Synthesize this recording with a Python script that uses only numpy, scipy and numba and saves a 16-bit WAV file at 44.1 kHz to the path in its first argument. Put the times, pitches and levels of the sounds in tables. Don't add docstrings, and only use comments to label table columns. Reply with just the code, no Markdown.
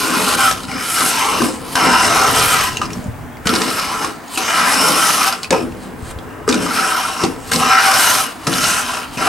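import sys
import numpy as np
from scipy import signal
from scipy.fft import rfft, irfft, next_fast_len
from scipy.io import wavfile
from scipy.ndimage import uniform_filter1d
from numba import njit

SR = 44100
rng = np.random.default_rng(int(sys.argv[2]) if len(sys.argv) > 2 else 0)


def gain_from_db(level_db):
    decades = np.asarray(level_db, float) / 20
    return 10 ** decades


def master(y):
    cut = np.clip(np.atleast_2d(y).T, -1, 1)
    pcm = np.round(cut * 32767)
    wavfile.write(sys.argv[1], SR, pcm.astype(np.int16))


N = 409236


def level(x, db):
    return x * gain_from_db(db) / np.sqrt(np.mean(x ** 2))


def colour(x, points):
    hz, db = np.transpose(points)
    n = next_fast_len(x.shape[-1])
    bins_hz = np.arange(n // 2 + 1) * SR / n
    gain = gain_from_db(np.interp(np.log(bins_hz + 1), np.log(hz), db))
    return irfft(rfft(x, n) * gain, n)[..., :x.shape[-1]]


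def damped(x, top_hz):
    return signal.sosfilt(signal.butter(2, top_hz, fs=SR, output="sos"), x)


@njit
def svf(x, hz, width):
    y, b, l = np.empty(len(x)), 0., 0.
    for i in range(len(x)):
        g, k = np.tan(np.pi * hz[i] / SR), width / hz[i]
        v = (b + g * (x[i] - l)) / (1 + g * (g + k))
        b, l, y[i] = 2 * v - b, l + 2 * g * v, k * v
    return y


def burst_band(burst, hz, width_hz):
    return svf(burst, np.full(len(burst), 1. * hz), 1. * width_hz)


def walk(rate_hz):
    k = int(SR / rate_hz)
    held = np.repeat(rng.standard_normal(N // k + 1), k)
    return 1.49 * uniform_filter1d(uniform_filter1d(held, k), k)[:N]


def swell(t, s, db, rise_s, fall_s):
    range_db = 20
    return db - range_db * np.where(t < s, (s - t) / max(rise_s, .001), (t - s) / max(fall_s, .001))


def blend(movements):
    power = sum(gain_from_db(2 * db) for db, _ in movements)
    return 10 * np.log10(power), sum(gain_from_db(2 * db) * quality for db, quality in movements) / power


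def add(out, s, sound):
    i = int(s * SR)
    out[i:i + len(sound)] += sound[:N - i]


def ring(hz, t60_s, t):
    return np.sin(2 * np.pi * hz * t) * np.exp(-np.log(1000) * t / t60_s)


def wide_noise(points):
    mid, side = colour(rng.standard_normal((2, N)), points)
    return mid + .5 * side * np.array([[1], [-1]])


# freq_hz, density_db_per_hz
AIR = [(18, -35), (30, -41), (109, -48), (239, 6), (486, -8.5), (721, 0.5), (1350, -6), (1540, -6.5),
       (1720, -7), (4300, -27), (9970, -26.5), (14000, -23), (16000, -15)]
# pitch_hz, rms_db
WHINE = [(15734, -63)]
# peak_s, peak_db, rise_s, fall_s
RUMBLE_SWELLS = [(0.1, -38.5, .5, 5), (0.7, -51, .5, .6), (1.5, -35, 0.25, 2.3), (2.4, -30.5, 1.2, 2.9),
                 (3.1, -32.5, 2, 0.71), (3.7, -41, .6, 0.5), (5.65, -34.5, .6, 0.52), (6.1, -36.5, 0.55, 1.5),
                 (6.6, -34, 0.65, 0.28), (7.6, -33.5, 0.65, 0.62), (8.55, -37, 0.33, .6), (9.25, -31.5, 0.42, 1.5)]


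def hum(t):
    air = level(wide_noise(AIR), -37) * gain_from_db(1.0 * walk(3.59))
    still_db = -51
    rumble_db, _ = blend([(swell(t, *row), 0) for row in RUMBLE_SWELLS] + [(still_db, 0)])
    bass = wide_noise([(15, -30), (30, 4), (50, -4), (65, -1.5), (105, 0.5), (160, -3), (300, -45)])
    rumble = level(bass, 0) * gain_from_db(rumble_db + 2.6 * walk(10))
    whine = sum(np.sqrt(2) * gain_from_db(db) * np.sin(2 * np.pi * hz * t) for hz, db in WHINE)
    return air + rumble + whine


def fibres(per_s, spread_db):
    breaks = rng.random(N) < per_s / SR
    return level(breaks * rng.standard_normal(N) * gain_from_db(spread_db * rng.exponential(size=N)), 0)


def resonate(force, modes, weight, drift, shift=1):
    out, power = 0, 0
    for k, (hz, width_hz, db) in enumerate(modes):
        gain = gain_from_db(db) * weight(hz)
        width_hz = min(width_hz, 25 + .04 * hz)
        mode = svf(force, hz * shift * (1 + drift * walk(5)), 1. 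* width_hz)
        mode = mode * np.sqrt(SR / np.pi / width_hz)
        out = out + (-1) ** k * gain * gain_from_db(2.0 * walk(12)) * mode
        power = power + gain ** 2
    return out / np.sqrt(power)


# freq_hz, width_hz, level_db
BODY = [(645, 92, -5.5), (786, 22.4, -3), (857, 52, -3), (1003.5, 86, -1.5), (1110, 130, -1),
        (1285.5, 210, 0.5), (1381, 87, -0.5), (1583, 270, -3.5), (1992, 140, -8)]


def body(cut, body_db, grip):
    upper = np.clip(grip, .05, .95)
    deep = gain_from_db(0.3 * (np.clip(body_db, -28, -12) + 7.0))

    def weight(hz):
        if hz > 1200:
            return upper ** 2
        return (1 - upper) ** 2 * (deep if hz < 950 else 1)

    return gain_from_db(body_db) * resonate(damped(cut, 2900), BODY, weight, drift=0.015)


# freq_hz, width_hz, level_db
BLADE = [(2143, 750, -3), (2486, 400, -1), (2786, 540, 1), (3043, 360, 0.5), (3855, 480, -8),
         (5306, 660, 1), (6184, 270, -3.5)]


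def blade(cut, body_db, blade_db, shaving_db, shift):
    bright = gain_from_db(.7 * (shaving_db - blade_db + 3) + .4 * np.clip(body_db + 24, -15, 0))
    sound = resonate(damped(cut, 7500), BLADE, lambda hz: bright if hz > 4500 else 1,
                     drift=.012, shift=np.sqrt(shift))
    return gain_from_db(blade_db + .5 * np.clip(body_db + 29.5, -12, 0)) * sound


# freq_hz, density_db_per_hz
SHAVING = [(2940, -5), (5000, -3), (5380, -11.5), (6700, -6), (8380, -6), (11500, -5), (15100, -13),
           (16000, -73)]


def shaving(chatter, body_db, shaving_db, shift):
    curl = colour(fibres(12000, spread_db=1.5) * gain_from_db(0.78 * chatter), SHAVING)
    curl = curl + .65 * svf(curl, 8400 * shift * (1 + .02 * walk(4)), 500.)
    high = svf(curl, 11200 * shift * (1 + .04 * walk(4)), 400.)
    curl = level(curl + .6 * high, 0)
    grain = sum((gain_from_db(2.2 * walk(18)) - 1) * burst_band(curl, hz, hz / 4)
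                for hz in (4200., 6000., 8000., 10500.))
    curl = curl + grain
    dull = damped(curl, 12600)
    top_db = 0.29 * (np.clip(shaving_db, -50, -15) + 25) + 0.66 * (shaving_db - body_db + 6) + 1.2 * walk(25)
    return gain_from_db(shaving_db) * (dull + (curl - dull) * gain_from_db(top_db))


# freq_hz, width_hz, level_db
BENCH = [(160, 64, 1.5), (236.4, 20.4, 0), (318, 40, -3), (438.3, 60, -0.5), (548, 98, -3.5),
         (195, 56, -0.5), (274, 50, -3.5), (385, 60, -7), (651, 60, -6.5), (810, 100, -6)]
# peak_s, peak_db, rise_s, fall_s, favoured_hz
SHUDDERS = [(0.21, -22, 0.46, 0.41, 179), (.3, -28, 0.69, .35, 560), (0.75, -28, 0.16, 0.29, 205),
            (1.03, -26.5, 0.11, 0.32, 295), (1.3, -27, 0.2, .3, 440), (1.425, -16, 0.034, 0.17, 328),
            (1.87, -18.5, 0.18, 0.48, 263), (2.3, -24.5, 0.56, 0.56, 520), (2.83, -28.5, 0.26, 0.4, 200),
            (3.49, -19, 0.036, 0.41, 298), (4.05, -28, 0.21, 0.15, 325), (4.4, -32.5, 0.043, 0.33, 340),
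            (4.82, -22, 0.36, 0.56, 260), (5.512, -14, .006, .09, 720), (5.525, -14.5, 0.012, 0.13, 400),
            (5.6, -24, 0.056, 0.24, 237), (5.87, -31, .2, 0.42, 252), (6.2, -38, 0.98, 1.5, 420),
            (6.5, -17.5, .02, 0.44, 300), (7.25, -22.5, 0.094, 0.26, 300), (7.53, -19, .02, 0.44, 248),
            (8.474, -15, 0.013, 0.25, 195), (9.2, -24, 0.026, 1.5, 320)]


def bench(t):
    rest_db, rest_hz = -42.5, 280
    moves = [(swell(t, *row[:4]), row[4]) for row in SHUDDERS]
    bench_db, bench_hz = blend(moves + [(rest_db, rest_hz)])
    force = damped(fibres(1500, spread_db=1.5), 970)
    sound = resonate(force, BENCH, lambda hz: gain_from_db(-6.0 * np.abs(np.log2(hz / bench_hz))), drift=0.029)
    return gain_from_db(bench_db) * sound


def stroke(t, rows):
    s, db, shading, grip = np.transpose(rows)
    landing_db, landing_db_per_s, lift_db_per_s = -13.5, 900, 147
    before_db = np.where(t < s[0], landing_db - landing_db_per_s * (s[0] - t), 0)
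    lift_db = lift_db_per_s * np.maximum(t - s[-1], 0)
    pressure_db = np.interp(t, s, db) + before_db - lift_db
    return pressure_db, np.array([np.interp(t, s, shading), np.interp(t, s, grip)])


# time_s, pressure_db, arm_shading_0_1, upper_mode_grip_0_1
DRAGS = [
    [(0.0, -24.5, 0.02, 0.45), (0.2, -19, 0.52, 0.48), (0.35, -18, 0.34, 0.45), (0.362, -31, 0, 0.55),
     (0.39, -17.5, 0.44, 0.5), (0.488, -19, 0.26, 0.54), (0.5, -26.5, 0.04, .5)],
    [(1.754, -19, 0.48, 0.47), (1.86, -13.5, 0.98, 0.53), (1.964, -13, 0.94, 0.5), (2.3, -16, 0.56, 0.5),
     (2.536, -17, 0.27, 0.62), (2.652, -18.5, 0.44, 0.54)],
    [(4.375, -20.5, 0.36, 0.48), (4.408, -24, 0.4, 0.47), (4.584, -15, 0.78, 0.55),
     (4.84, -16.5, 0.46, 0.48), (5.1, -17.5, .3, 0.51), (5.295, -19.5, 0.31, 0.53), (5.31, -25, 0.36, 0.57)],
    [(7.515, -23, 0.24, 0.57), (7.577, -23.5, 0.2, 0.42), (7.621, -18, 0.65, 0.46), (7.777, -10, 1, 0.63),
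     (7.9, -14.5, 0.4, 0.48), (8.045, -14, 0.22, 0.58), (8.207, -20, 0.19, 0.5)],
    [(9.175, -26.5, 0.63, .5), (9.28, -14, 1, 0.48)],
]
# time_s, pressure_db, arm_shading_0_1, upper_mode_grip_0_1
PUSHES = [
    [(0.686, -29.5, 0.9, 0.45), (0.868, -28, 0, 0.61), (1.022, -19, 0.36, 0.57), (1.06, -23.5, 0.02, 0.5),
     (1.284, -19, 0.71, 0.46), (1.42, -24, 0.26, 0.42)],
    [(3.455, -24.5, 0.46, 0.72), (3.6, -23.5, 0.34, 0.45), (3.76, -23.5, 0.4, 0.53),
     (3.79, -21.5, 0.5, 0.52), (3.9, -23.5, 0.72, 0.42), (4.045, -24.5, 0.54, 0.51)],
    [(6.477, -24.5, 0.8, 0.61), (6.653, -28.5, 0.34, 0.48), (6.803, -19, 0.48, 0.58),
     (7.065, -23.5, 0.5, 0.44), (7.145, -27.5, 0.4, 0.47), (7.24, -22.5, 0.76, 0.41),
     (7.265, -31.5, 0.26, 0.44)],
    [(8.468, -16.5, 0.9, 0.46), (8.5, -22.5, 0.54, 0.53), (8.596, -24, 0.16, 0.65),
     (8.642, -17, 0.37, 0.62), (8.82, -23.5, 0.45, 0.5), (9.002, -28, 0.4, 0.51)],
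]
# peak_s, peak_db, rise_s, fall_s, arm_shading_0_1
HANDLING = [(0.56, -30, 0.12, 0.31, 0.54), (1.44, -22.5, .02, 0.15, 0.5), (7.28, -34, .02, 0.18, .7),
            (1.6, -43, 0.49, 0.58, 0), (1.74, -33, 0.18, .07, 0), (2.75, -36, 0.083, 0.42, 0.5),
            (2.816, -22, 0.0056, 0.086, 1), (2.92, -41, 0.052, 0.24, 0), (3.07, -51, .3, .05, 0),
            (4.35, -33.5, 0.12, 0.097, 0), (5.33, -21, .02, 0.05, 0.75), (5.44, -30, 0.052, 0.046, 0.7),
            (5.526, -13.5, 0.011, 0.089, 0.86), (5.6, -36.5, .05, 0.16, 0.1),
            (5.86, -40.5, 0.36, 0.14, 0.5), (6.11, -37.5, 0.2, 0.055, 0.14), (6.3, -38.5, 0.44, 1.5, 1.5),
            (7.5, -34, 0.2, .07, .2), (8.45, -34.5, 0.16, .07, 0.4), (9.16, -35.5, 0.15, 0.058, 0.1)]


def plane(t):
    rest_db, loose_grip = -66, 0.44
    lifted = [(swell(t, *row[:4]), row[4]) for row in HANDLING] + [(rest_db, 1)]
    moves = [stroke(t, rows) for rows in PUSHES + DRAGS]
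    moves += [(db, np.array([[shade], [loose_grip]])) for db, shade in lifted]
    body_db, (shading, grip) = blend(moves)
    edge_db = -21 + 0.97 * (body_db + 21)
    blade_near_db, blade_far_db, shaving_near_db, shaving_far_db = -2, -8.5, 0.5, -11
    blade_db = edge_db + blade_near_db + (blade_far_db - blade_near_db) * shading
    shaving_db = edge_db + shaving_near_db + (shaving_far_db - shaving_near_db) * shading
    shift = 1 + 0.097 * (.5 - np.clip(shading, 0, 1))
    chatter = 0.68 * walk(40) + 0.86 * walk(160)
    cut = fibres(6000, spread_db=1.5) * gain_from_db(chatter)
    parts = body(cut, body_db, grip) + blade(cut, body_db, blade_db, shaving_db, shift)
    parts = parts + bench(t) + shaving(chatter, body_db, shaving_db, shift)
    return signal.sosfilt(signal.butter(2, 120, "high", fs=SR, output="sos"), parts)


# start_s, peak_db, pitch_hz
CATCHES = [(4.54, -13, 1350), (4.575, -10, 1090), (4.6, -9, 1300), (4.625, -9, 1150), (6.709, -12.5, 1355),
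           (6.785, -9.5, 1325), (6.825, -12, 1300), (6.844, -10, 1330), (6.92, -8, 1310),
           (6.946, -10, 1390), (6.968, -12, 1325), (6.985, -12, 1030), (7.05, -12.5, 1360),
           (7.084, -15, 1073), (7.165, -17, 1030), (7.202, -15, 1010), (7.778, -5, 1306), (5.526, -7, 910),
           (5.545, -15, 1000), (1.756, -14, 1560), (1.775, -13, 1580), (6.83, -14, 1640),
           (0.135, -12, 1326), (0.275, -11, 1350), (0.415, -11, 1084), (0.482, -9, 1300), (1.02, -12, 1080),
           (1.21, -9, 1043), (1.285, -7, 1040), (5.325, -15, 1360), (7.66, -9, 1240), (7.745, -8, 1330),
           (8.2, -9, 1300), (3.32, -45, 3250), (3.35, -41, 3250), (6.09, -36, 3200)]


def catches():
    out, t = np.zeros(N), np.arange(SR // 10) / SR
    rise_s, t60_s = 0.0036, 0.043
    for s, db, hz in CATCHES:
        pair = ring(hz, t60_s, t) + 0.36 * ring(hz * 1.06, t60_s, t)
        tone = pair * (1 - np.exp(-t / rise_s))
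        add(out, s, gain_from_db(db - 3.5) * tone / np.abs(tone).max())
    return out


# start_s, peak_db, pitch_hz
SNAPS = [(0.5254, -9, 5820), (2.3594, -8, 7910), (2.3744, -6, 5220), (2.3964, -4, 5960), (3.4914, -4, 4100),
         (3.5524, -5, 4860), (3.56, -7, 4790), (4.4254, -15, 5360), (4.7416, -6, 5450), (4.8854, -8, 5450),
         (4.9194, -12, 5460), (5.23, -9, 5350), (5.2764, -9, 5390), (6.4982, -7, 5670), (6.5124, -10, 4410),
         (6.554, -15, 5630), (7.534, -5, 4710), (7.56, -3, 4900), (7.8224, -6, 5180), (7.9169, -3, 5180),
         (7.9394, -4, 5180), (8.4761, -8, 4520), (8.5375, -6.5, 4120), (8.5834, -11, 5240),
         (8.6423, -4, 4930),
         (0.3521, -7, 9800), (0.4609, -9, 9510), (2.2164, -16, 12700), (2.2383, -15, 9700),
            (2.2744, -14, 10200), (2.3131, -6, 11500), (2.3294, -13, 9880), (2.3894, -10, 11400),
            (2.4244, -9, 10600), (2.4379, -4, 11100), (2.4573, -6, 10800), (2.5164, -15, 9850),
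            (2.6394, -6, 11800), (2.6544, -19, 9760), (4.8894, -12, 9590), (5.0394, -10, 9650),
            (5.1394, -8, 11300), (7.89, -13, 10500), (8.0494, -7, 11200), (8.0994, -10, 10600)]


def snaps():
    out, t = np.zeros(N), np.arange(SR // 40) / SR
    for s, db, hz in SNAPS:
        burst = rng.standard_normal(len(t)) * np.exp(-t / 0.003)
        crack = burst_band(burst, hz, 0.23 * hz)
        add(out, s, gain_from_db(db - 3) * crack / np.abs(crack).max())
    return out


def struck(modes, t, chance, scatter_db):
    out = sum(gain_from_db(db + scatter_db * c) * ring(hz, 1.5 / width_hz, t)
              for (hz, width_hz, db), c in zip(modes, chance))
    return out / np.abs(out).max()


# start_s, peak_db, thud_minus_peak_db, crack_minus_peak_db, ring_hz
KNOCKS = [(0.511, -18, -19, 9, 1320), (1.005, -7, -14, -2, 1210), (1.405, -9, -12, -16, 1570),
          (1.419, -2, -12, -14, 1060), (1.754, -7.5, -40, -2, 1610), (2.816, -2, -28, -34, 1233),
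          (3.457, -11, -3, -21, 1490), (3.47, -16, -12, 11, 1350), (3.537, -9, -9, -4, 970),
          (3.617, -12.5, -20, 3, 885), (3.796, -10, -25, -8, 1100), (4.045, -3.5, -15, -10.5, 1095),
          (5.506, -6, -8, -1, 1700), (6.478, -5.5, -27, -32, 1240), (6.489, -14.5, -16, 5.5, 1260),
          (6.525, -14, -13, -17, 2420), (6.542, -7.5, -17, -5, 1420), (6.664, -7, -20, -13, 1230),
          (7.236, -7, -8, -6, 960), (7.248, -11, 0, -5, 780), (7.517, -5, -21, -5.5, 1580),
          (8.469, -6, -12, -4, 1310), (8.528, -10, -14, -2.5, 1390), (9.172, -15, 2, -10, 2580)]


def knocks():
    out, t = np.zeros(N), np.arange(SR // 4) / SR
    for s, db, thud_db, crack_db, hz in KNOCKS:
        chance = rng.standard_normal((3, len(BENCH)))
        noise = damped(damped(rng.standard_normal(len(t)), 8000), 10000)
        crack = 1.7 * noise * np.exp(-t / .004) + .6 * struck(BLADE, t, chance[1], scatter_db=6)
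        wood = 0.61 * struck(BODY, t, chance[0], scatter_db=9.0) + 0.6 * ring(hz, 0.035, t)
        thud = struck(BENCH, t, chance[2], scatter_db=8)
        blow = wood + gain_from_db(crack_db) * crack + gain_from_db(thud_db) * thud
        add(out, s, gain_from_db(db) * (1 - np.exp(-t / .0008)) * blow)
    return out


# start_s, peak_db, ring_hz
TICKS = [(0.634, -21, 4060), (0.6514, -24, 3890), (0.6818, -26, 2480), (0.715, -19, 2170),
         (2.7696, -10.5, 2700), (2.77, -14, 6540), (2.816, -15, 2920), (2.8544, -20, 5100),
         (2.9037, -23, 2700), (2.9317, -22.5, 5600), (3.0415, -31, 7000), (3.3694, -30.5, 2200),
         (4.2797, -30, 6590), (4.359, -15, 2840), (4.3745, -9.5, 2720), (5.3258, -9.5, 4870),
         (5.4314, -11, 4480), (5.4442, -17, 2600), (5.721, -34, 2540), (5.9733, -53, 2220),
         (6.1873, -27.5, 3370), (6.525, -11, 2370), (6.5255, -12, 3700), (7.2395, -14, 4800)]


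def ticks():
    out, t = np.zeros(N), np.arange(SR // 8) / SR
    for s, db, hz in TICKS:
        burst = rng.standard_normal(len(t)) * (np.exp(-t / 0.0033) + .12 * np.exp(-t / 0.023))
        click = 0.44 * burst_band(burst, 4500, 2100) + 2.0 * burst_band(burst, hz, 320)
        add(out, s, gain_from_db(db) * click / np.abs(click).max())
    return out


# start_s, peak_db, pitch_hz
BUMPS = [(0.685, -17.5, 160), (2.974, -16, 176), (2.989, -20, 152), (3.059, -14, 196), (3.083, -10.5, 99.6),
         (4.374, -16, 314), (6.026, -16, 80.7), (6.162, -16.5, 80), (1.404, -5.5, 350), (3.459, -10, 200),
         (3.53, -9.5, 350), (3.578, -12, 300), (6.479, -3, 420), (7.237, -3, 360), (7.237, -10, 170)]


def bumps():
    out, t = np.zeros(N), np.arange(SR // 8) / SR
    for s, db, hz in BUMPS:
        add(out, s, gain_from_db(db) * ring(hz, 0.049, t) * (1 - np.exp(-t / 0.0015)) * 1.15)
    return out


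# freq_hz, side_minus_mid_db
REFLECTED = [(60, -9), (110, -22), (200, -50), (380, -17), (700, -22), (1290, -7.5), (2380, -6.5),
             (4400, -7.5), (8120, -7.5), (15000, -24)]
# freq_hz, left_minus_right_db
LEFT = [(60, 6), (110, 5), (200, 0.5), (380, 7), (700, 2), (1290, 1.5), (2380, 1), (4400, 0), (8120, 0),
        (15000, 0)]


def workshop(x):
    t = np.arange(SR // 2) / SR
    t60_s, tail_db = 0.15, -11
    early = level(rng.standard_normal(len(t)) * np.exp(-t / 0.0031), -7.0) / np.sqrt(len(t))
    side = signal.fftconvolve(colour(x, REFLECTED), early)[:N]
    ports = np.array([colour(x, [(hz, ear * db / 2) for hz, db in LEFT]) + ear * side for ear in (1, -1)])
    noise = rng.standard_normal((2, len(t)))
    dull = signal.lfilter([.3], [1, -.7], noise)
    tail = dull + .5 * noise * np.exp(-t / 0.014)
    tail = tail * np.exp(-np.log(1000) * t / t60_s) * (1 - np.exp(-t / 0.0071))
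    tail = level(tail, tail_db) / np.sqrt(len(t))
    return ports + signal.fftconvolve(x[None], tail, axes=1)[:, :N]


def scene():
    t = np.arange(N) / SR
    at_bench = plane(t) + catches() + snaps() + knocks() + ticks() + bumps()
    return workshop(at_bench) + hum(t)


@njit
def limiter(size, top, attack, release):
    gain, e = np.empty(len(size)), 0.
    for i in range(len(size)):
        e += (size[i] - e) * (attack if size[i] > e else release)
        gain[i] = min(1., np.sqrt(top / (e + 1e-9)))
    return gain


def low_pass(x):
    return signal.sosfilt(signal.butter(12, 16510, fs=SR, output="sos"), x)


# freq_hz, gain_db
MICROPHONE = [(20, -9), (60, 0.5), (9000, 3), (13000, -3), (15500, -3.5)]


def record(dry):
    heard = colour(dry, MICROPHONE)
    gain = limiter(np.abs(heard).max(axis=0), gain_from_db(-6.0), 0.0048, 0.0004)
    rounded = np.tanh(1.053 * heard * gain) / 1.042
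    top_hz = 15800
    cut = signal.sosfilt(signal.ellip(8, .2, 50, top_hz, fs=SR, output="sos"), rounded)
    return low_pass(cut)


dry = scene()
out = record(dry)
master(out)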